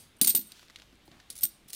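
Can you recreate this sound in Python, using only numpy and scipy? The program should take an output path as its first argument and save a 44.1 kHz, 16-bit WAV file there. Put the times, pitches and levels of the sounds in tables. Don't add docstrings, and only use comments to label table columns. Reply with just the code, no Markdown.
import sys
import numpy as np
from scipy import signal
from scipy.io import wavfile
from scipy.ndimage import uniform_filter1d

SR = 44100
rng = np.random.default_rng(int(sys.argv[2]) if len(sys.argv) > 2 else 0)


def digitize_waveform(pressure):
    field = np.atleast_2d(pressure).T
    bounded = np.clip(field, -1, 1)
    quanta = np.round(bounded * 32767).astype(np.int16)
    wavfile.write(sys.argv[1], SR, quanta)


def natural_amplitude(level_db):
    exponent = np.asarray(level_db, float) / 20
    return 10 ** exponent


N = 77175


def evened(x):
    return x / np.sqrt(np.mean(x ** 2) + 1e-20)


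def unit(x):
    return x / np.linalg.norm(x)


def read(points, hz):
    f, value = np.transpose(points)
    return np.interp(np.log(hz + 1), np.log(f + 1), value)


def add(mix, s, sound):
    part = mix[round(s * SR):][:len(sound)]
    part += sound[:len(part)]


def smooth_noise(samples, passes=1):
    drift = rng.standard_normal(N)
    for _ in range(passes):
        drift = uniform_filter1d(drift, size=samples)
    return evened(drift)


def colour(points):
    log_gain = np.log(natural_amplitude(read(points, np.fft.rfftfreq(2048, 1 / SR))))
    full = signal.hilbert(np.r_[log_gain, log_gain[-2:0:-1]])
    return unit(np.fft.ifft(np.exp(np.conj(full))).real[:1024])


def level(curve):
    s, db = np.transpose(curve)
    t = np.arange(N) / SR
    inside = np.clip(np.minimum(t - s[0], s[-1] - t) / 0.016 + 1, 0, 1)
    return natural_amplitude(np.interp(t, s, db)) * inside


def grains(per_s, spread_db):
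    size = natural_amplitude(spread_db * np.minimum(rng.exponential(1, N), 4)) * rng.choice([-1., 1.], N)
    return evened(size * (rng.random(N) < per_s / SR))


DAMPED_T60_S = 0.0064


def ring(modes, t, free_s, start_s=0):
    out = 0
    for (hz, db, t60_s), (a, b) in zip(modes, rng.standard_normal((len(modes), 2))):
        phase_s = (1 + 0.00035 * b) * t + start_s
        out = out + natural_amplitude(db + a - 60 * t / t60_s) * np.sin(2 * np.pi * hz * phase_s)
    return out * natural_amplitude(-60 * np.maximum(t - free_s, 0) / DAMPED_T60_S)


# frequency in Hz, level in dB.
AIR = [(18, -34.5), (45, -4), (283, -9.5), (350, -13.5), (904, -19), (3660, -18.5), (5030, -26.5),
       (15200, -37), (16500, -49.5)]
AIR_DB, PATCH_DB = -62.5, 1.4


def air():
    frames, hz = N // 256 + 5, np.fft.rfftfreq(1024, 1 / SR)
    a, b, patches = rng.standard_normal((frames, 513, 3)).T
    patches = uniform_filter1d(patches, size=14, axis=0)
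    patches = evened(uniform_filter1d(patches, size=8, axis=1))
    z = (a + 1j * b) * natural_amplitude(read(AIR, hz)[:, None] + PATCH_DB * patches)
    return natural_amplitude(AIR_DB) * evened(signal.istft(z, nperseg=1024, noverlap=768)[1][:N])


# start in seconds, high ring in dB, low ring in dB, seconds free until a touch damps it.
LANDING_RINGS = [(.2138, -17.5, -26, .005), (.2195, -22, -26.5, .008), (.228, -21.5, -31, 0.0092),
                 (.2475, -24.5, -34.5, 0.0039)]
STACK_RINGS = [(0, -57, -54, 0.084), (.185, -65, -64, 0.015), (.2722, -20, -23, 0.0025),
               (.276, -17, -23, 0.0043), (.283, -22, -24.5, 0.0076), (.2921, -13.5, -26, 0.0084),
               (.3006, -15.5, -25, 0.006), (.309, -27, -34, 0.0053), (.315, -35, -38.5, 0.031),
               (.3497, -17, -30, 0.0018), (.352, -18, -28, 0.006), (.36, -20, -29, 0.0062),
               (.3685, -23, -35, .003), (.373, -22.5, -40.5, 0.0077), (.381, -27, -40, 0.0047),
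               (.391, -31.5, -48, 0.026), (.42, -47, -51.5, 0.046), (.47, -53, -53.5, 0.044),
               (1.4085, -40, -44, 0.0031), (1.415, -40, -46.5, 0.019), (1.4335, -17, -30, 0.0048),
               (1.439, -22, -28, 0.0057), (1.445, -28, -33, 0.0046), (1.451, -24, -35.5, 0.0047),
               (1.458, -33, -43, 0.0072), (1.47, -45, -51, .03)]
# frequency in Hz, level in dB, t60 in seconds.
LANDING_HIGH = [(14440, 0, .14), (14350, -8, .1), (14560, -12, .07)]
LANDING_LOW = [(8533, 0, .15), (8750, -5, .1), (9679, -6, .08)]
STACK_HIGH = [(14200, 0, .15), (14450, -9, .06), (14580, -13, .05), (14790, -17, .04)]
STACK_LOW = [(8355, 0, .14), (8575, -2, .2), (8790, -4, .07), (9175, -6, .08)]
RING_RISE_S, FLUTTER_DB = 0.0006, 1.6


def disc_rings():
    out, t = np.zeros(N), np.arange(9000) / SR
    rise = np.minimum(t / RING_RISE_S, 1)
    for rows, high_modes, low_modes in ((LANDING_RINGS, LANDING_HIGH, LANDING_LOW),
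                                        (STACK_RINGS, STACK_HIGH, STACK_LOW)):
        for s, high_db, low_db, free_s in rows:
            high = natural_amplitude(high_db) * ring(high_modes, t, free_s, s)
            low = natural_amplitude(low_db) * ring(low_modes, t, free_s, s)
            add(out, s, rise * (high + low))
    return out * natural_amplitude(FLUTTER_DB * smooth_noise(200, passes=2))


# start in seconds, peak in dB, decay in seconds, brightness in dB.
COIN_CONTACTS = [(0.2136, -7, 0.0029, -2), (0.2202, -22.5, 0.0067, 5.5), (0.2269, -29, 0.011, 16.5),
                 (0.241, -26.5, 0.01, 4), (0.2468, -16, 0.0026, 10), (0.245, -24.5, 0.0087, 1.5),
                 (0.2729, -15.5, 0.0042, 8), (0.277, -18, 0.012, -3), (0.2833, -26.5, 0.011, 2),
                 (0.2932, -19.5, 0.002, -1.5), (0.2997, -19.5, 0.0093, -5), (0.3043, -24, 0.005, -2.5),
                 (0.311, -38, 0.011, 1), (0.3492, -13, 0.0025, 7), (0.3535, -14.5, 0.0011, 9),
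                 (0.3654, -30.5, 0.017, 8), (0.3752, -27, 0.0025, -10.5), (0.392, -29, 0.0017, -5.5),
                 (0.413, -34.5, 0.0027, 1), (1.4091, -32.5, 0.0022, 5), (1.422, -44, 0.0057, 5),
                 (1.4323, -18.5, 0.007, -5), (1.451, -21.5, 0.0031, 3), (1.465, -37, 0.006, 5),
                 (0, -49, 0.05, -19),
    (0.26, -26.5, 0.008, 4),
    (.322, -41, 0.01, 9),
    (0.359, -30, 0.011, 15),
    (1.053, -67.5, 0.027, 12),
    (1.308, -44, 0.023, -16),
    (1.396, -42, 0.0048, 2),
    (1.419, -39, 0.019, -4.5),
    (1.44, -33, 0.0034, 5),
    (1.71, -47.5, 0.0061, -23),
]
# start in seconds, peak in dB, decay in seconds.
HELD = [(0.166, -52.5, 0.0037), (0.5186, -35, 0.0021), (1.3017, -26, 0.0027), (1.3067, -32.5, 0.0025),
        (1.3265, -43, 0.0049), (1.3539, -40, 0.0076), (1.363, -39, 0.0083), (1.378, -35, 0.0034),
        (1.3869, -33.5, 0.0033), (1.679, -53, 0.0037), (1.6836, -40.5, 0.002), (1.6865, -44.5, 0.0038),
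        (1.6963, -44, 0.0027), (1.6994, -40, 0.0028), (1.703, -30, 0.0021), (1.726, -39, 0.0025),
        (1.7299, -38, 0.00098), (1.7314, -27, 0.005), (1.738, -33.5, 0.005), (1.7445, -43, .002),
        (1.7466, -32, 0.004)]
# frequency in Hz, level in dB.
CRACK = [(500, -49.5), (1000, -30.5), (2800, -14.5), (4600, -7.5), (6500, -11), (11500, -8), (13000, -28.5),
         (15500, -10.5), (16600, -49.5)]
# frequency in Hz, level in dB, t60 in seconds.
LANDING = [(3100, -18, .02), (3620, 0, .02), (4040, 3, .03), (4850, 5.5, .04), (5240, -7.5, .03),
           (6640, 1.5, 0.034), (10030, -6.5, 0.022), (11200, 0.5, .03)]
BODY = [(2397, -2, 0.031), (3790, -0.5, 0.047), (4200, 7.5, 0.038), (4600, 2, 0.05), (5210, -4, 0.033),
        (5660, -2.5, 0.033), (6540, 1, 0.029), (7380, -9, 0.058)]
PRESSED = [(9250, -9.5, 0.081), (9534, -3.5, 0.01), (10100, -6.5, 0.017), (11080, -7, 0.017),
           (14430, 9, 0.0048), (15700, -12, 0.011)]
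HELD_BRIGHT_DB, LANDED_S = 3.5, 0.265
KNOCKS_PER_S, KNOCK_RISE_S, KNOCK_DB = 6000, 0.00028, -9.5
BODY_DB, PRESSED_DB, GRIP_DB, GRIP_SHIFT = -9, -5.5, 6, 0.0087


def gripped(modes, t):
    shifted = []
    for (hz, db, t60_s), (a, b) in zip(modes, rng.standard_normal((len(modes), 2))):
        shifted.append((hz * (1 + GRIP_SHIFT * a), db + GRIP_DB * b, t60_s))
    return unit(ring(shifted, t, 1))


def contacts():
    out, t, crack = np.zeros(N), np.arange(9000) / SR, colour(CRACK)
    for s, db, decay_s, bright_db in COIN_CONTACTS + [(*row, HELD_BRIGHT_DB) for row in HELD]:
        knocks = 0.5 + (rng.random(9000) < KNOCKS_PER_S / SR)
        hits = natural_amplitude(db + KNOCK_DB) * 1.998 * rng.standard_normal(9000) * knocks
        hits *= (1 - np.exp(-t / KNOCK_RISE_S)) * np.exp(-t / max(decay_s, 0.001))
        body = natural_amplitude(BODY_DB) * gripped(LANDING if s < LANDED_S else BODY, t[:1024])
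        pressed = natural_amplitude(bright_db + PRESSED_DB) * gripped(PRESSED, t[:1024])
        add(out, s, signal.oaconvolve(hits, crack + body + pressed))
    return out


# frequency in Hz, t60 in seconds.
ROOM = [(300, .4), (3000, 0.46), (9000, 0.4), (14000, 0.27)]
ROOM_DB, RING_WET_DB = -17.5, -8


def room(x):
    taps = np.zeros(SR // 2)
    at = np.arange(160, SR // 2 - 20, 20)
    taps[at + rng.integers(0, 20, len(at))] = rng.choice([-1., 1.], len(at))
    hz, t, z = signal.stft(taps, SR, nperseg=256)
    tail = signal.istft(z * natural_amplitude(-60 * t / read(ROOM, hz)[:, None]), SR, nperseg=256)[1]
    return signal.fftconvolve(x, unit(tail))[:len(x)]


# start in seconds, level in dB, pitch in Hz.
THUDS = [(0.2166, -23.5, 228.5), (.257, -34, 247), (.279, -35, 247), (0.304, -38, 234), (0.3449, -33, 356),
         (0.351, -36, 203), (.369, -45, 238.8), (.388, -36, 236), (0.928, -48, 240), (1.0797, -46, 307),
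         (1.087, -51, 110.5), (1.114, -47, 144.4), (1.15, -49, 203.5), (1.167, -51, 110), (1.298, -55, 304),
         (1.436, -41, 206), (1.445, -45.5, 113)]
# frequency in Hz, level in dB, t60 in seconds.
DESK = [(132, -16, 0.057), (209.8, -4, 0.27), (260, -5, 0.21), (331.5, -2, 0.2), (580, 3.5, 0.027)]
THUD_DB, THUD_T60_S, THUD_SAG, DESK_DB = 5.5, 0.029, 0.21, -19


def desk():
    out, t = np.zeros(N), np.arange(12000) / SR
    sag_s = THUD_SAG * 0.0029 * (1 - np.exp(-t / 0.004))
    push_envelope = (1 - np.exp(-t / 0.0019)) * natural_amplitude(-60 * t / THUD_T60_S)
    board_rise = 1 - np.exp(-t / 0.0043)
    for s, db, hz in THUDS:
        push = np.sin(2 * np.pi * hz * (t + sag_s)) * push_envelope
        board = natural_amplitude(DESK_DB) * board_rise * ring(DESK, t, 1)
        add(out, s, natural_amplitude(db + THUD_DB) * (push + board))
    return out


# start in seconds, level in dB, pitch in Hz, length in ms.
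TICKS = [(0.52, -34, 4760, 0.83), (0.5941, -39, 1600, 0.76), (0.595, -37.5, 3200, 0.59),
         (0.6292, -40, 1530, 0.67), (0.6838, -44, 4200, .8), (0.699, -33.5, 1870, 1.6),
         (0.7052, -42, 5500, 0.23), (0.7593, -27.5, 4200, 1.1), (.7871, -36, 1970, 1.7),
         (0.799, -36.5, 3470, 0.76), (0.8198, -35.5, 3620, 1.4), (0.9264, -49.5, 2670, 0.86),
         (.955, -53, 9000, 0.66), (1.0785, -41.5, 797, 1.2), (1.1154, -39.5, 3740, 1.9),
         (1.1997, -38.5, 1900, 2.5), (1.2016, -43, 4500, 2)]
# frequency in Hz, level in dB.
TICK = [(400, -25), (1400, 0.5), (4500, 6.5), (7000, -3.5), (16000, -17.5)]
PAPER = [(400, -24), (1500, -5.5), (3500, -1), (6000, -5.5), (16000, -18)]
# time in seconds, level in dB.
RUSTLE = [(.5, -63.5), (.57, -58.5), (.64, -61.5), (.7, -69.5), (.8, -64.5), (1.0, -85.5), (1.14, -68.5),
          (1.3, -73)]
TICK_LATE_S, TICK_TAIL, NOTE_CYCLES = 0.0002, 5, 1.3
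TICK_DB, NOTE_DB = 5, 5.5


def paper():
    out, t, tick = np.zeros(N), np.arange(700) / SR, colour(TICK)
    for s, db, hz, length_ms in TICKS:
        decay = np.exp(-1000 * t / length_ms) + 0.52 * np.exp(-1000 * t / length_ms / TICK_TAIL)
        hits = unit((rng.standard_normal(700) + 5 * (t == 0)) * decay)
        note = unit(np.sin(2 * np.pi * hz * t) * np.exp(-t * hz / NOTE_CYCLES))
        add(out, s + TICK_LATE_S, natural_amplitude(db + TICK_DB) * np.convolve(hits, tick))
        add(out, s + TICK_LATE_S, natural_amplitude(db + NOTE_DB) * np.convolve(hits, note))
    rustle = signal.oaconvolve(grains(8000, 2.17), colour(PAPER))[:N]
    return out + rustle * level(RUSTLE)


# time in seconds, level in dB.
HUM = [(.6, -89), (.8, -67), (1.15, -72), (1.25, -76), (1.4, -65), (1.6, -75), (1.7, -80.5)]


def drone():
    hz = 50.5 + 2.52 * smooth_noise(4000)
    return level(HUM) * np.sqrt(2) * np.sin(2 * np.pi * np.cumsum(hz) / SR)


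# time in seconds, level in dB.
HAND = [(1.08, -80), (1.13, -62), (1.27, -73)]
# frequency in Hz, level in dB, t60 in seconds.
SKIN = [(333, -6, 0.031), (773, -3, 0.037), (1100, -2, 0.033)]


def hand():
    drag = colour([(250, -6), (600, 4.5), (1100, 1.5), (2200, 2.5), (8000, -67)])
    hollows = natural_amplitude(-2.5) * unit(ring(SKIN, np.arange(1024) / SR, 1))
    return level(HAND) * evened(signal.oaconvolve(grains(3000, 1.9), drag + hollows)[:N])


def scene():
    near, rings = contacts() + paper() + hand(), disc_rings()
    wet = natural_amplitude(ROOM_DB) * room(near + natural_amplitude(RING_WET_DB) * rings)
    return (near + rings + wet + desk() + air() + drone())[None]


def band_limit(x):
    return signal.sosfilt(signal.butter(12, 16660, fs=SR, output="sos"), x)


def record(dry):
    edge = signal.firwin(255, 15900, window=("kaiser", 6), fs=SR)
    return band_limit(signal.oaconvolve(dry, edge[None], "same"))


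dry = scene()
out = record(dry)
digitize_waveform(out)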